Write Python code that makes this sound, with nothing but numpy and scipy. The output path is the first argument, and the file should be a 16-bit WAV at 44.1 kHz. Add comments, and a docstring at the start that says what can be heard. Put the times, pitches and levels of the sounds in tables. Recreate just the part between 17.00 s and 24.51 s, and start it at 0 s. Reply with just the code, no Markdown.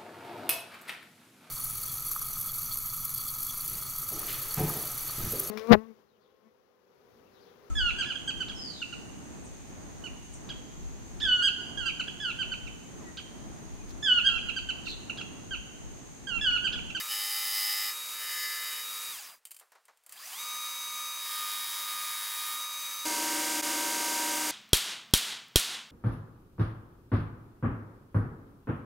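"""A belt grinder in time-lapse, every pitch raised: the belt laps about 102 times a second.
A steel plate is pressed on twice, hissing and screeching under the grit while the wheels sing.
The machine coasts to rest, its arm is swung over and clamped with a clatter of knocks,
then it runs up and grinds again. At about 6 s the time-lapse drops to a quarter of its pace
and the belt runs free, lower and fuller, over a quiet workshop."""
import sys
import numpy as np
from scipy import signal
from scipy.fft import rfft, irfft, next_fast_len
from scipy.io import wavfile

SR = 44100
rng = np.random.default_rng(int(sys.argv[2]) if len(sys.argv) > 2 else 0)


def wav_out(sig):
    """Save sig, one row per channel (or a flat mono array), as 16-bit PCM at SR to the path in sys.argv[1]."""
    wavfile.write(sys.argv[1], SR, np.round(np.clip(np.atleast_2d(sig).T, -1, 1) * 32767).astype(np.int16))


N = 331191
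T = np.arange(N) / SR
FAST_LAPS_PER_S, SLOW_LAPS_PER_S = 102.28, 25.595
SWING_S, PACE_CHANGE_S = 2.8, 6.052


# The hand's passes. Each row: start and end, press-on and lift-off time, moment and width of the
# hardest push, all in seconds; dB lighter away from that push; hiss, ring and screech level in dB.
PASSES = [(-.05, 0.027, .02, 0.024, -5, .1, 0, -35.5, -35, -34),
          (0.074, 0.95, 0.041, .06, .66, 0.18, 5, -34, -39.5, -33.5),
          (1.124, 1.869, .1, 0.066, 1.4, 0.24, 12.5, -42.5, -40.5, -36.5),
          (4.189, 5.621, .1, 0.092, 4.8, 0.36, 0, -41, -46.5, -44)]
def pressing(start, end, on_s, off_s, hardest_s, push_s, lighter_db):
    """One pass of the hand: contact (0-1) comes and goes, and pressure (dB) swells in one push."""
    contact = np.clip((T - start) / on_s, 0, 1) * np.clip((end - T) / off_s, 0, 1)
    return contact, lighter_db * (np.exp(-((T - hardest_s) / push_s) ** 2) - 1)


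# The plate rings differently in each grip. Each row: pitch in Hz, width in Hz, relative level in dB,
# dB gained per second as the contact slides along the edge.
FIRST_GRIP = [(816, 13, -7.5, -1), (1803, 113, 4.5, 0), (1955, 45, 1, 21), (2055, 51, 6.5, 6),
              (3013, 144, 5.5, -10), (4910, 260, 1, -2), (5027, 100, 6, 2), (5260, 41, 8, 2),
              (10100, 95, -5, -11), (10700, 220, -4.5, -10), (12400, 410, -11, 4)]
SECOND_GRIP = [(1768, 190, -2, 4), (2005, 140, -0.5, 7), (3000, 106, -3.5, 4), (4825, 160, 2, 18),
               (5170, 210, -1, 11), (6960, 580, -10.5, 8), (9600, 260, -9, 5), (12140, 400, -4.5, 16)]
THIRD_GRIP = [(974, 210, -8, 3), (1720, 640, -4, 1.5), (2262, 26, 10, 0), (3200, 630, -7.5, -3),
              (4320, 98, 1.5, 1), (5030, 400, -2.5, -6), (10370, 480, -1.5, 2), (15200, 300, 0.5, 2)]
def grinding(laps):
    """Grit tears at the steel: a bright hiss, with the plate ringing and screeching in step."""
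    out, screech_hz = np.zeros(N), 4000
    follow = (0.64, 0.43, 1)  # hiss, ring, screech: dB per dB of pressure
    for row, grip in zip(PASSES, (FIRST_GRIP, FIRST_GRIP, SECOND_GRIP, THIRD_GRIP)):
        start, end = row[:2]
        contact, pressure_db = pressing(*row[:7])
        slide_s = np.clip(T, start, end) - (start + end) / 2
        bite = grit(laps, repeat=.58, wear_per_s=6, uneven_db=1.5, lumpy_db=2)
        chatter = grit(laps, repeat=0.84, wear_per_s=4, uneven_db=0.5, lumpy_db=1.8)
        hiss = coloured(bite, [(30, -10), (120, -20), (500, -30), (900, -25.5), (1600, -5.5),
                               (4000, 1.5), (8000, 0.5), (11000, 2), (16000, 4.5)])
        modes = [(hz, gain_of(db + trend_db * slide_s) * ring_twice(chatter, [(hz, width, 0)]))
                 for hz, width, db, trend_db in grip]
        ringing = sum(mode for hz, mode in modes if hz < screech_hz)
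        screech = sum(mode for hz, mode in modes if hz >= screech_hz)
        hand = contact * gain_of(.5 * drift(25))
        for layer, db, slope in zip((hiss, ringing, screech), row[7:], follow):
            out += hand * gain_of(db + slope * pressure_db) * layer / layer[contact > 0].std()
    return out


def grit(laps, repeat, wear_per_s, uneven_db, lumpy_db, harmonics=160, size=16384):
    """Grit on a closed belt: one pattern comes round each lap, wearing, mixed with fresh scraping."""
    place = np.arange(size) / size
    heights = gain_of(uneven_db * rng.standard_normal(harmonics)) * (np.arange(harmonics) > 4)
    loops = [irfft(heights * np.exp(2j * np.pi * rng.random(harmonics)), size) for _ in range(2)]
    old, new = (np.interp(laps, place, loop, period=1) for loop in loops)
    wear = drift(wear_per_s) / 2
    pattern = evened(old * np.cos(wear) + new * np.sin(wear))
    scrape = np.sqrt(repeat) * pattern + np.sqrt(1 - repeat) * rng.standard_normal(N)
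    # thick and thin stretches of belt press harder and softer
    lumps = np.interp(laps, np.arange(20) / 20, evened(rng.standard_normal(20)), period=1)
    return evened(scrape * gain_of(lumpy_db * lumps))


def belt_speed():
    """Share of full speed: the belt coasts to rest, runs up evenly and sags under each pass."""
    off_s, coast_s, on_s, run_up_s = 2.117, .285, 3.08, .32
    sag_laps_per_s, sag_at_db = .3, -35  # speed lost at this level of hiss
    coasting = np.clip(1 - (T - off_s) / coast_s, 0, 1) ** 1.15
    running_up = np.clip((T - on_s) / run_up_s, 0, 1)
    sag = sag_laps_per_s * sum(pressing(*row[:7])[0] * gain_of(row[7] - sag_at_db) for row in PASSES)
    return np.maximum((coasting + running_up) * (1 - sag / FAST_LAPS_PER_S), .001)


# The bright rush of the fast belt. Each row: frequency in Hz, relative level in dB.
FAST_RUSH = [(15, -68), (25, -32), (361, -23.5), (473, -25), (857, -17), (929, -15), (1090, -9),
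             (1220, -8.5), (1430, -12.5), (2390, -9), (3130, -12), (3680, -11), (3990, -10.5), (6490, -9),
             (15800, -9)]
# The steel platen's ring. Each row: pitch in Hz, width in Hz, relative level in dB.
PLATEN_MODES = [(1287, 100, -4.5), (1720, 68, 0), (4860, 340, 0.5)]
def machine(laps, speed):
    """The belt rushes over its ringing platen while wheels and bearing follow its speed."""
    halvings, upright = -np.log2(speed), T < SWING_S
    scrape = grit(laps, repeat=0.22, wear_per_s=8, uneven_db=1, lumpy_db=1.3)
    rush = gain_of(-39.5 - 5.5 * halvings + 0.54 * drift(30)) * coloured(scrape, FAST_RUSH)
    platen = gain_of(-59 - 2 * halvings) * evened(ring_twice(scrape, PLATEN_MODES))
    # a crawling belt only rattles; the wheels linger when coasting and come in late on the run-up
    moving = np.interp(speed, [.01, .15], [0, 1])
    singing = np.interp(speed, [.1, .8], [0, 1]) ** np.where(upright, .5, 2)
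    whistling = np.interp(speed, [.1, .25], [0, 1])
    tones = singing * wheels(laps, speed, upright) + whistling * bearing(laps, upright)
    return rush + moving * platen + tones


# Three singing wheels. Each row: multiple of the lap rate, relative level in dB with the arm upright
# and swung over, dB gained while steel is pressed on, dB lost per halving of speed.
WHEEL_TONES = [(12, -56, -48.5, 2, 2), (37, -45.5, -43, -.5, 1.5), (61, -60, -48, -6, 16)]
# The lowest wheel beats against a near twin, first upright, then swung over. Each row: time of a dip
# in seconds, beat rate there in Hz, Hz lost per second, twin's strength from 0 to 1.
WHEEL_BEATS = [(1.11, 1.44, 0.075, 0.19), (3.77, 2.352, 0.45, 0.47)]
# Lesser machine tones. Each row: full-speed pitch in Hz, level in dB upright and swung over.
MACHINE_TONES = [(225, -81, -85), (304, -82.5, -80), (472, -70, -77), (601, -73, -75.5), (936, -63.5, -68),
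                 (962, -84, -58), (1150, -79, -76), (1168, -85, -56), (1327, -57.5, -60.5),
                 (2250, -72, -56), (2333, -58, -60), (2457, -59.5, -58.5), (4815, -54.5, -54.5),
                 (6640, -59, -65), (10620, -55, -59), (11400, -51.5, -69)]
def wheels(laps, speed, upright):
    """The turning wheels sing over lesser machine tones, all falling in pitch as the belt slows."""
    out, halvings = np.zeros(N), -np.log2(speed)
    load = sum(pressing(*row[:7])[0] for row in PASSES)
    beat_db = np.where(upright, beating(*WHEEL_BEATS[0]), beating(*WHEEL_BEATS[1]))
    slack = 1 - speed ** 6  # a slack belt weakens the tones and breaks them up
    for k, (order, upright_db, swung_db, load_db, fade_db) in enumerate(WHEEL_TONES):
        db = np.where(upright, upright_db, swung_db) + load_db * load + (k == 0) * beat_db
        db += slack * (5 * drift(90) - 12) - fade_db * halvings
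        song = tone(order * laps, db, waver_db=0.92, waver_per_s=30, slip=.06)
        out += radiated(order * FAST_LAPS_PER_S * speed) * song
    for hz, upright_db, swung_db in MACHINE_TONES:
        db = np.where(upright, upright_db, swung_db) - 3 * halvings + slack * (3 * drift(90) - 6)
        whine = tone(hz / FAST_LAPS_PER_S * laps, db, waver_db=0.4, waver_per_s=20, slip=0.16)
        out += radiated(hz * speed) / radiated(hz) * whine
    return out


def beating(dip_s, beat_hz, slowing, twin):
    """Level (dB) of two nearly equal tones drifting in and out of step."""
    turns = beat_hz * (T - dip_s) - slowing * (T - dip_s) ** 2 / 2
    return 20 * np.log10(abs(1 - twin * np.exp(2j * np.pi * turns)))


def radiated(hz):
    """The small frame hardly radiates low tones."""
    return 1 / np.sqrt(1 + (620 / hz) ** 8)


# The bearing's whistle. Each row: multiple of the lap rate (played rounded), relative level in dB
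# upright and swung over.
BEARING_TONES = [(29, -49.5, -59), (66.6, -50.5, -66), (105, -59, -50.5)]
# Its housing. Each row: resonance in Hz, width in Hz, relative level in dB.
HOUSING_MODES = [(1000, 650, -3), (3320, 990, -7), (4880, 1050, -3.5), (5920, 370, -3.5)]
def bearing(laps, upright):
    """A bearing whistles, loudest while it sweeps through its housing's resonances."""
    whistle = np.zeros(N)
    for order, upright_db, swung_db in BEARING_TONES:
        db = np.where(upright, upright_db, swung_db)
        whistle += tone(round(order) * laps, db, waver_db=4.5, waver_per_s=90, slip=0.54)
    return ring_twice(whistle, HOUSING_MODES)


# The slow belt's fuller rush, its chirp and its hum. Each row: frequency in Hz, relative level in dB.
SLOW_RUSH = [(24, -89), (40, -52), (140, -26.5), (230, -24), (261, -12), (303, -4.5), (380, -14),
             (582, -11), (868, -17), (935, -9.5), (1010, -14), (1540, -12), (3890, -11), (4880, -7.5),
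             (11100, -14.5), (15800, -21)]
CHIRP_TONES = [(4786, -45.5), (4963, -50.5), (7190, -54), (8958, -50), (11600, -55), (14100, -54)]
SLOW_HUM = [(236.9, -56), (307.2, -42), (333, -52), (538.3, -71), (584.3, -50), (689.1, -65), (946, -39.5),
            (1077, -59), (1200, -52.5), (1561, -45.5)]
def free_belt():
    """At the slow pace the laps are heard as a flutter, and the belt chirps on the platen twice a lap."""
    bump_s, dip_s = 6.903, 6.619
    laps = SLOW_LAPS_PER_S * T + 0.0002 * drift(18)
    scrape = grit(laps, repeat=0.65, wear_per_s=2.967, uneven_db=4, lumpy_db=-0.7, harmonics=640)
    rush = coloured(scrape, SLOW_RUSH)
    bumps = evened(np.exp(1.6 * np.cos(2 * np.pi * 2 * (laps - SLOW_LAPS_PER_S * bump_s))))
    # the platen's band is scooped out, so it falls quiet between the bumps
    out = gain_of(-30.5) * (rush - .5 * ring(rush, [(4770, 2350, 0)]))
    for hz, db in CHIRP_TONES:
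        out += bumps * tone(hz * T, db, waver_db=0.5, waver_per_s=50, slip=0.9)
    for hz, db in SLOW_HUM:
        out += tone(hz * T, db - 1.1, waver_db=0.5, waver_per_s=30, slip=0.36)
    return out * np.clip(abs(T - dip_s) / 0.013, 0, 1)  # the level dips briefly


# The arm is swung over and clamped. Each row: start in seconds, relative click and thud level in dB.
ARM_KNOCKS = [(2.4522, -32.5, -66), (2.4695, -42, -77), (2.508, -37, -74), (2.5146, -33, -79),
              (2.5447, -42, -83), (2.565, -38.5, -75), (2.589, -46, -69), (2.597, -41, -60),
              (2.6104, -52, -48), (2.719, -50, -47.5), (2.752, -58, -48), (2.8529, -50, -71),
              (2.8812, -56, -46.5), (2.972, -56, -70), (3.036, -55, -81), (3.063, -42, -54.5),
              (3.093, -39.5, -62), (3.1228, -33, -65)]
# The steely click. Each row: resonance in Hz, width in Hz, relative level in dB.
ARM_MODES = [(2940, 1500, -3), (4800, 1000, -3), (7600, 1000, -2), (8840, 1400, 3), (11200, 3900, 1.5),
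             (14100, 2000, -9)]
# The arm's lingering notes. Each row: pitch in Hz, seconds to fall 60 dB, relative level in dB.
ARM_RING = [(480, 0.081, -45), (3100, 0.1, -18), (4700, 0.14, -27), (7430, 0.2, -20)]
# The frame's dull thud. Each row: frequency in Hz, relative level in dB.
FRAME_THUD = [(60, -38), (250, -16), (500, 3.5), (1000, 9), (1800, 4), (3000, -7), (6000, -8), (16000, -35)]
def arm_knocks():
    """Each blow clicks, rings the steel arm and thuds in the frame; the loose arm rebounds once."""
    out, t = np.zeros(N), np.arange(SR // 4) / SR
    delays_s, rebound_db = rng.uniform(.012, .031, len(ARM_KNOCKS)), -22
    rebounds = [(start + delay, click_db + rebound_db, thud_db + rebound_db)
                for (start, click_db, thud_db), delay in zip(ARM_KNOCKS, delays_s)]
    click_shape = (np.exp(-t / 0.0049) + gain_of(-20.5) * np.exp(-t / 0.047)) * (1 - np.exp(-t / 0.00041))
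    thud_shape = np.exp(-t / 0.028) * (1 - np.exp(-t / 0.0012))
    notes = sum(gain_of(db - 60 * t / t60) * np.sin(2 * np.pi * hz * t) for hz, t60, db in ARM_RING)
    for start, click_db, thud_db in list(ARM_KNOCKS) + rebounds:
        click = evened(ring(rng.standard_normal(len(t)), ARM_MODES)) * click_shape
        thud = coloured(rng.standard_normal(len(t)), FRAME_THUD) * thud_shape
        knock = gain_of(click_db - 6.5) * (click + notes) + gain_of(thud_db - 9.5) * thud
        at = round(start * SR)
        out[at:at + len(t)] += knock
    return out


# The room tone. Each row: frequency in Hz, relative level in dB.
ROOM_TONE = [(15, -45), (25, -8), (53, -27), (342, -17), (414, -6), (905, -2), (1640, -3), (3580, -8.5),
             (9210, -11.5), (15800, -16)]
def workshop():
    """A faint, steady bed of noise from the quiet workshop."""
    return gain_of(-74) * coloured(rng.standard_normal(N), ROOM_TONE)


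def tone(turns, db, waver_db, waver_per_s, slip):
    """A rotating part's tone, wavering in strength and slipping in phase (radians)."""
    level = gain_of(db + waver_db * drift(waver_per_s))
    return np.sqrt(2) * level * np.sin(2 * np.pi * turns + slip * drift(waver_per_s))


def ring(x, modes):
    """Drives a bank of (Hz, width in Hz, dB) resonances."""
    return sum(gain_of(db) * signal.lfilter(*signal.iirpeak(hz, hz / width, SR), x)
               for hz, width, db in modes)


def ring_twice(x, modes):
    """Two trips through the resonances keep the valleys between them dark."""
    return ring(ring(x, modes), modes)


def coloured(x, points):
    """Filters by a (Hz, dB) spectrum, to rms 1."""
    hz, db = np.transpose(points)
    size = next_fast_len(len(x))
    shape = np.interp(np.log(np.fft.rfftfreq(size, 1 / SR) + 1), np.log(hz), db)
    return evened(irfft(rfft(x, size) * gain_of(shape), size)[:len(x)])


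def drift(per_s):
    """Smooth random motion of rms 1."""
    knots = rng.standard_normal(4096)
    return evened(np.interp(T * per_s, np.arange(len(knots)), knots))


def gain_of(db):
    """Decibels to amplitude."""
    return 10 ** (np.asarray(db) / 20)


def evened(x):
    """Scales to rms 1."""
    return x / np.sqrt(np.mean(x ** 2) + 1e-20)


def scene():
    """The fast stretch gives way to the slow one; the sound is the same in both ears."""
    speed = belt_speed()
    laps = np.cumsum(FAST_LAPS_PER_S * speed) / SR + 0.0023 * drift(30)
    fast = machine(laps, speed) + grinding(laps) + arm_knocks()
    crossfade = np.clip((T - PACE_CHANGE_S) / .006 + .5, 0, 1)
    room = workshop()
    mono = (1 - crossfade) * fast + crossfade * free_belt() + room
    return np.array([mono, mono])


def record(dry):
    """A steep low-pass takes off the very top of the treble."""
    edge_hz = 15850
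    lowpass = signal.firwin(1023, edge_hz, window=("kaiser", 9), fs=SR)
    return signal.oaconvolve(dry, lowpass[None], "same")


dry = scene()
out = record(dry)
wav_out(out)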